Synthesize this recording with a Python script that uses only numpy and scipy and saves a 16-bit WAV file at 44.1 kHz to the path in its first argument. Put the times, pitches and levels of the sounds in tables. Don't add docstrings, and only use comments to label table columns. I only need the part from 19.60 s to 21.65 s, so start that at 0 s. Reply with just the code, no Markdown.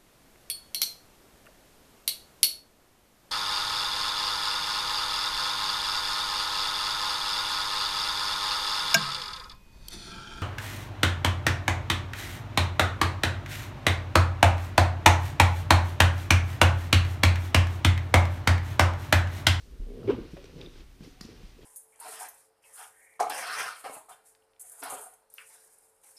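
import sys
import numpy as np
from scipy import signal
from scipy.fft import rfft, irfft
from scipy.io import wavfile
from scipy.ndimage import uniform_filter1d

SR = 44100
rng = np.random.default_rng(int(sys.argv[2]) if len(sys.argv) > 2 else 0)


def voltage_ratio(decibels):
    exponent = np.asarray(decibels, float) / 20
    return 10 ** exponent


def master_out(mix):
    frames = np.transpose(np.atleast_2d(mix))
    ceiling = np.clip(frames, -1, 1)
    pcm = np.round(ceiling * 32767).astype(np.int16)
    wavfile.write(sys.argv[1], SR, pcm)


N = 90404
BRIGHT_FROM_HZ = 5900


def level(x, db):
    return x * voltage_ratio(db) / np.sqrt(np.mean(x ** 2))


def curve(table, col=1):
    table = np.array(table)
    return np.interp(np.arange(N) / SR, table[:, 0], table[:, col])


def band(x, hz, width_hz):
    return signal.lfilter(*signal.iirpeak(hz, max(hz / width_hz, .2), fs=SR), x)


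def filtered(x, hz, kind):
    return signal.sosfilt(signal.butter(2, hz, kind, fs=SR, output="sos"), x)


def colour(x, table):
    table = np.array(table)
    hz = np.arange(2049) * SR / 4096 + 1
    db = np.interp(np.log(hz), np.log(table[:, 0]), table[:, 1])
    cepstrum = irfft(np.log(voltage_ratio(db)))
    cepstrum[1:2048] *= 2
    cepstrum[2049:] = 0
    return signal.fftconvolve(x, irfft(np.exp(rfft(cepstrum))))[:N]


def walk(rate):
    k = int(SR / rate)
    w = uniform_filter1d(uniform_filter1d(rng.standard_normal(N), k), k)
    return w / w.std()


def grains(per_s, scatter_db):
    chance, sign, size = rng.random((3, N))
    hits = (chance < per_s / SR) * np.sign(sign - .5)
    return level(hits * voltage_ratio(-scatter_db * np.log(1 - size)), 0)


def shape(start, rise, t60):
    t = np.clip(np.arange(N) / SR - start, 0, None)
    attack = np.sin(np.pi / 2 * np.clip(t / max(rise, 1 / SR), 0, 1)) ** 2
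    return t, attack * 1000. ** (-np.clip(t - rise, 0, None) / t60)


def rings(rows):
    out = np.zeros(N)
    for s, db, hz, rise, t60 in rows:
        t, env = shape(s, rise, t60)
        out += voltage_ratio(db) * env * np.sin(2 * np.pi * hz * t)
    return out


# (frequency [Hz], level [dB per Hz])
ROOM = [(35, -21.5), (60, 3), (170, -10), (290, -11), (520, -18), (744, -23), (1400, -22.5), (15000, -34)]


def room_tone():
    return filtered(level(colour(rng.standard_normal(N), ROOM), -60), 95, "high")


def table_unrest():
    sway_hz = 36
    unrest = band(band(rng.standard_normal(N), sway_hz, 32), sway_hz, 36)
    return level(unrest, -54) * voltage_ratio(1.5 * walk(4.4))


def camera_whine():
    whine_hz, whine_db, frame_hz = 8646, -84.5, 29.97
    t = np.arange(N) / SR
    gate = 2.9 * np.cos(np.pi * frame_hz * (t - .012)) ** 3
    return voltage_ratio(whine_db) * np.sin(2 * np.pi * whine_hz * t) * gate


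# (frequency [Hz], level [dB per Hz])
CLOTH = [(500, -1), (1000, -0.5), (1800, -1.5), (2700, 0.5), (4500, -2), (6000, -5), (7500, -16.5),
         (13000, -23.5)]
# (time [s], level [dB], extra brightness of a fast slide [dB])
SLIDE = [(0, -69.5, 15.5), (.18, -71, -3.5), (.45, -60.5, -10), (.66, -60.5, -12), (.72, -62, 5.5),
         (.85, -59.5, -7), (.95, -62.5, 0), (1.02, -53.5, -5), (1.1, -67.5, 6), (1.2, -58.5, 0.5),
         (1.25, -69.5, 1), (1.39, -73.5, 2), (1.44, -59.5, 7.5), (1.51, -65.5, 11.5), (1.58, -64.5, -4),
         (1.65, -58, -5), (1.88, -63, 4.5), (1.97, -68, 0)]


def rustle():
    hiss = rng.standard_normal(N) * voltage_ratio(1.3 * walk(6.1))
    crinkles = voltage_ratio(-6.5) * grains(900, 1) * voltage_ratio(1.5 * walk(7.1))
    cloth = level(colour(hiss + crinkles, CLOTH), 0)
    high_pass = signal.butter(2, BRIGHT_FROM_HZ, "high", fs=SR, output="sos")
    top = signal.sosfiltfilt(high_pass, cloth)
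    return (cloth + top * (voltage_ratio(curve(SLIDE, col=2)) - 1)) * voltage_ratio(curve(SLIDE))


# (time [s], rms level at the start [dB],
# centre [Hz], t60 [s])
CREASES = [(0, -64, 5700, 0.5), (.429, -61, 1280, 0.028), (.301, -57, 1000, .03), (0.477, -54, 2000, .04),
           (.7675, -48, 1200, 0.06), (0.788, -66, 4000, 0.014), (0.83, -64, 5000, 0.014),
           (0.8417, -49, 3600, 0.021), (.855, -54, 3000, 0.036), (1.157, -51, 1500, 0.026),
           (1.206, -56, 2640, 0.023), (1.4065, -62, 1000, 0.1), (1.6113, -46, 4600, .013),
           (2.03, -62, 800, 0.2), (2.015, -63, 2500, 0.99), (.93, -56, 2000, 0.015),
           (1.643, -57, 5300, .12), (1.012, -50, 3550, 0.02)]


def creases():
    noise = filtered(rng.standard_normal(N), 6500, "low")
    out = np.zeros(N)
    for s, db, hz, t60 in CREASES:
        burst = band(band(noise, hz, 1.3 * hz), hz, 1.8 * hz)
        out += level(burst, db) * shape(s, 0.00027, t60)[1]
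    return out


# (resonance [Hz], width [Hz], level [dB])
BODY = [(98.7, 23.5, 0), (170, 52, -4), (251, 41.3, -1.5), (330, 90, -3), (383.3, 61, 0), (480, 62, -4),
        (590, 120, -13), (1000, 410, -21.5)]
# (time [s], level [dB])
PRESSURE = [(0, -69), (.25, -56.5), (.27, -53), (.43, -43), (.52, -32), (.6, -41.5), (.7, -51.5),
            (.92, -54), (1.0, -47), (1.09, -54), (1.22, -57.5), (1.28, -72.5), (1.39, -62.5), (1.46, -57),
            (1.57, -62), (1.7, -54), (1.93, -65), (2.02, -55)]


def creak():
    slipping = grains(350, 1.5) + 0.91 * rng.standard_normal(N)
    push = slipping * voltage_ratio(2.63 * walk(14.5))
    body = np.zeros(N)
    for k, (hz, width_hz, db) in enumerate(BODY):
        body += (-1) ** k * voltage_ratio(db) * band(push, hz, width_hz)
    return level(band(body, 219, 460), 0) * voltage_ratio(curve(PRESSURE))


# (time [s], peak level [dB], pitch [Hz], rise [s], t60 [s])
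SWAYS = [(.05, -46.5, 57.5, 0.076, 1), (.193, -28.5, 33.3, 0.0094, 0.65), (.52, -40.5, 64.5, 0.012, 0.32),
         (.59, -38.5, 35.3, 0.021, .3), (1.0, -46, 34.4, 0.036, 0.82), (1.125, -43.5, 26.6, 0.016, 0.94),
         (1.43, -54, 43.3, 0.018, 0.15), (1.82, -45, 33.7, 0.034, 0.5)]


def sways():
    return rings(SWAYS)


# (time [s], peak level [dB], pitch [Hz], rise [s], t60 [s])
KNOCKS = [(.11, -55, 278, 0.0024, .05), (.152, -56, 203, .002, .05), (.201, -42, 230, 0.0019, 0.041),
          (.415, -33.5, 109.3, 0.052, 0.13), (.53, -42, 119.6, 0.023, 0.18),
          (.518, -27.5, 267.6, 0.0053, 0.11), (.585, -27, 340, 0.0033, 0.031),
          (.545, -32.5, 249, .004, .08), (.612, -36, 258, 0.0044, .06), (.65, -38, 330, 0.0032, 0.067),
          (.7335, -31.5, 169, 0.0022, 0.052), (.7385, -36.5, 330, .002, 0.039),
          (.767, -38, 640, 0.001, 0.016), (.776, -45, 560, .004, .12), (.775, -43, 376, 0.0025, 0.087),
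          (.842, -38, 418, 0.002, 0.022), (.957, -38.5, 164, 0.0076, 0.077),
          (1.072, -37.5, 310, 0.0011, 0.028), (1.158, -46, 352, 0.0022, 0.029),
          (1.205, -46.5, 317, 0.005, 0.029), (1.4068, -36, 190, 0.0017, 0.035),
          (1.42, -43, 166.4, .006, .1), (1.475, -40.5, 292, 0.0025, 0.04), (1.524, -50, 279, 0.0055, 0.072),
          (1.6112, -34.5, 185, 0.0016, 0.03), (1.648, -36.5, 227, 0.0037, 0.044),
          (1.688, -38.5, 330, 0.0025, 0.056), (1.832, -42.5, 184, 0.0034, 0.055),
          (1.989, -45, 400, 0.0028, 0.044), (2.03, -49, 300, .004, .1)]


def knocks():
    return rings(KNOCKS)


# (time [s], peak level [dB])
SLIPS = [(.265, -45.5), (.284, -45), (.301, -39), (.316, -41.5), (.336, -43.5), (.351, -42.5), (.371, -42),
         (.388, -44), (.429, -45.5), (.442, -36.5), (.457, -37)]
# (frequency [Hz], level [dB], t60 [s])
SLIP_MODES = [(245, -3, 0.085), (429, 1, .06), (617, -11, .04)]


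def slips():
    rise_s, pitch_spread = 0.0023, 0.054
    off = 1 + pitch_spread * rng.standard_normal((len(SLIPS), len(SLIP_MODES)))
    rows = []
    for i, (s, slip_db) in enumerate(SLIPS):
        for k, (hz, db, t60) in enumerate(SLIP_MODES):
            rows.append((s, slip_db + db, hz * off[i, k], rise_s, t60))
    return rings(rows)


# (time [s], peak level [dB], pitch [Hz], rise [s], t60 [s])
TICKS = [(.301, -48, 716, 0.00092, 0.018), (.43, -50.5, 1290, .001, .025), (.477, -43, 2200, .001, .012),
         (.4765, -48.5, 3000, .001, .01), (.486, -39.5, 2260, 0.0015, .014),
         (.4895, -48.5, 2150, .001, .012), (.505, -41, 2960, 0.0012, 0.016),
         (.496, -34.5, 900, .001, 0.016), (.504, -34, 993, 0.0018, 0.021), (.4975, -41, 1300, .001, .014),
         (.5045, -37, 1490, 0.00074, .02), (.519, -43.5, 1240, 0.0014, 0.018),
         (.517, -47.5, 2950, .001, 0.015), (.531, -44, 2900, .001, .012), (.545, -44, 877, 0.0024, 0.033),
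         (.767, -49, 1150, 0.0007, 0.01), (.7695, -49, 1930, .001, .014), (.852, -56.5, 5800, 0.0033, .04),
         (1.0118, -45, 3170, .0008, .008), (1.0138, -36.5, 3640, 0.0011, 0.009),
         (1.0142, -43, 2590, 0.0011, 0.007), (1.013, -44.5, 4700, 0.00072, 0.008),
         (1.061, -38.5, 3610, 0.0013, 0.012), (1.0612, -50, 2350, .0006, .007),
         (1.047, -52, 4970, 0.0022, .012), (1.137, -53, 3380, .001, .015), (1.424, -57, 2450, .003, 0.017),
         (1.432, -57.5, 2650, .006, .025), (1.435, -56, 4500, .003, .018), (1.445, -57, 2070, .005, .03),
         (1.46, -65, 740, 0.17, 0.93), (1.6097, -43.5, 1120, .0006, 0.011),
         (1.6105, -47, 2900, .0006, .012), (1.6108, -50, 3750, .0006, .012),
         (1.628, -56, 12900, .001, .012), (2.03, -72, 12500, .004, .3)]


def ticks():
    return rings(TICKS)


# (frequency [Hz], level [dB per Hz])
SCRAPE = [(500, -5.5), (950, -1), (1400, -1), (1800, -11.5), (2300, -8), (3000, -7), (4000, -17),
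          (9000, -38)]


def scrape():
    start_s, rise_s, t60_s = 0.458, 0.058, 0.27
    drag = rng.standard_normal(N) + 0.68 * grains(700, 3.95)
    rough = level(colour(drag, SCRAPE), -42.5) * voltage_ratio(1.4 * walk(62))
    return rough * shape(start_s, rise_s, t60_s)[1]


# (time [s], pitch [Hz], level [dB])
JUDDER = [(.472, 400, -44), (.478, 391, -29), (.4835, 385, -17), (.487, 406, -32.5), (.490, 418, -20.5),
          (.498, 359, -13), (.503, 432, -19.5), (.508, 451, -16.5), (.516, 450, -42.5)]


def judder():
    t = np.arange(N) / SR
    begun = t > JUDDER[0][0]
    on = uniform_filter1d(1. * begun * (t < JUDDER[-1][0]), size=99)
    phase = 2 * np.pi * np.cumsum(curve(JUDDER) * begun) / SR
    gain = uniform_filter1d(voltage_ratio(curve(JUDDER, col=2)), size=45)
    overtone = voltage_ratio(-26) * np.sin(2 * phase)
    return on * gain * (np.sin(phase) + overtone)


# (mode [Hz], level [dB], t60 [s])
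BUCKLE = [(4500, 0.5, 0.02), (4900, 5.5, 0.011), (5300, 2, 0.015), (5600, -7, 0.014), (6780, -7.5, 0.016),
          (9440, -9.5, 0.013), (12800, -21, .012)]
# (time [s], level [dB], crack relative to the ring [dB], extra level of the upper modes [dB])
SNAPS = [
    (1.6096, -50.5, 5, 12),
    (1.612, -39.5, -14, -7.5),
]


def buckle():
    out, noise = np.zeros(N), rng.standard_normal(N)
    crack = level(band(band(noise, 2400, 7200), 3000, 11000), 0)
    for s, snap_db, crack_db, upper_db in SNAPS:
        for hz, db, t60 in BUCKLE:
            mode_db = snap_db + db + upper_db * (hz > BRIGHT_FROM_HZ)
            out += rings([(s, mode_db, hz, .0005, t60)])
        out += voltage_ratio(snap_db + crack_db) * crack * shape(s, 0.00014, 0.017)[1]
    grit = noise * (0.51 + np.abs(uniform_filter1d(noise[::-1], size=60)) * 7.7)
    rattle, width_hz = np.zeros(N), 780
    for hz, db, _ in BUCKLE:
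        rattle += voltage_ratio(0.5 * db) * level(band(band(grit, hz, width_hz), hz, width_hz), 0)
    s, snap_db = SNAPS[-1][:2]
    return out + level(rattle, snap_db - 16) * shape(s, 0.0064, 0.44)[1]


def room_echo(air):
    tail = band(rng.standard_normal(N), 1700, 3300) * shape(0.003, 0.0045, 0.68)[1]
    return signal.fftconvolve(air, tail / np.sqrt(np.sum(tail ** 2)))[:N] * voltage_ratio(-14.5)


def scene():
    air = rustle() + creases() + ticks() + buckle()
    wood = creak() + sways() + knocks() + slips() + scrape() + judder()
    background = room_tone() + table_unrest() + camera_whine()
    return (air + room_echo(air) + wood + background)[None]


def roll_off(x):
    return signal.sosfilt(signal.butter(12, 15750, fs=SR, output="sos"), x)


def record(dry):
    top_cut = signal.ellip(10, .2, 70, 15300, fs=SR, output="sos")
    mix = signal.sosfilt(top_cut, dry)
    return roll_off(mix)


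dry = scene()
out = record(dry)
master_out(out)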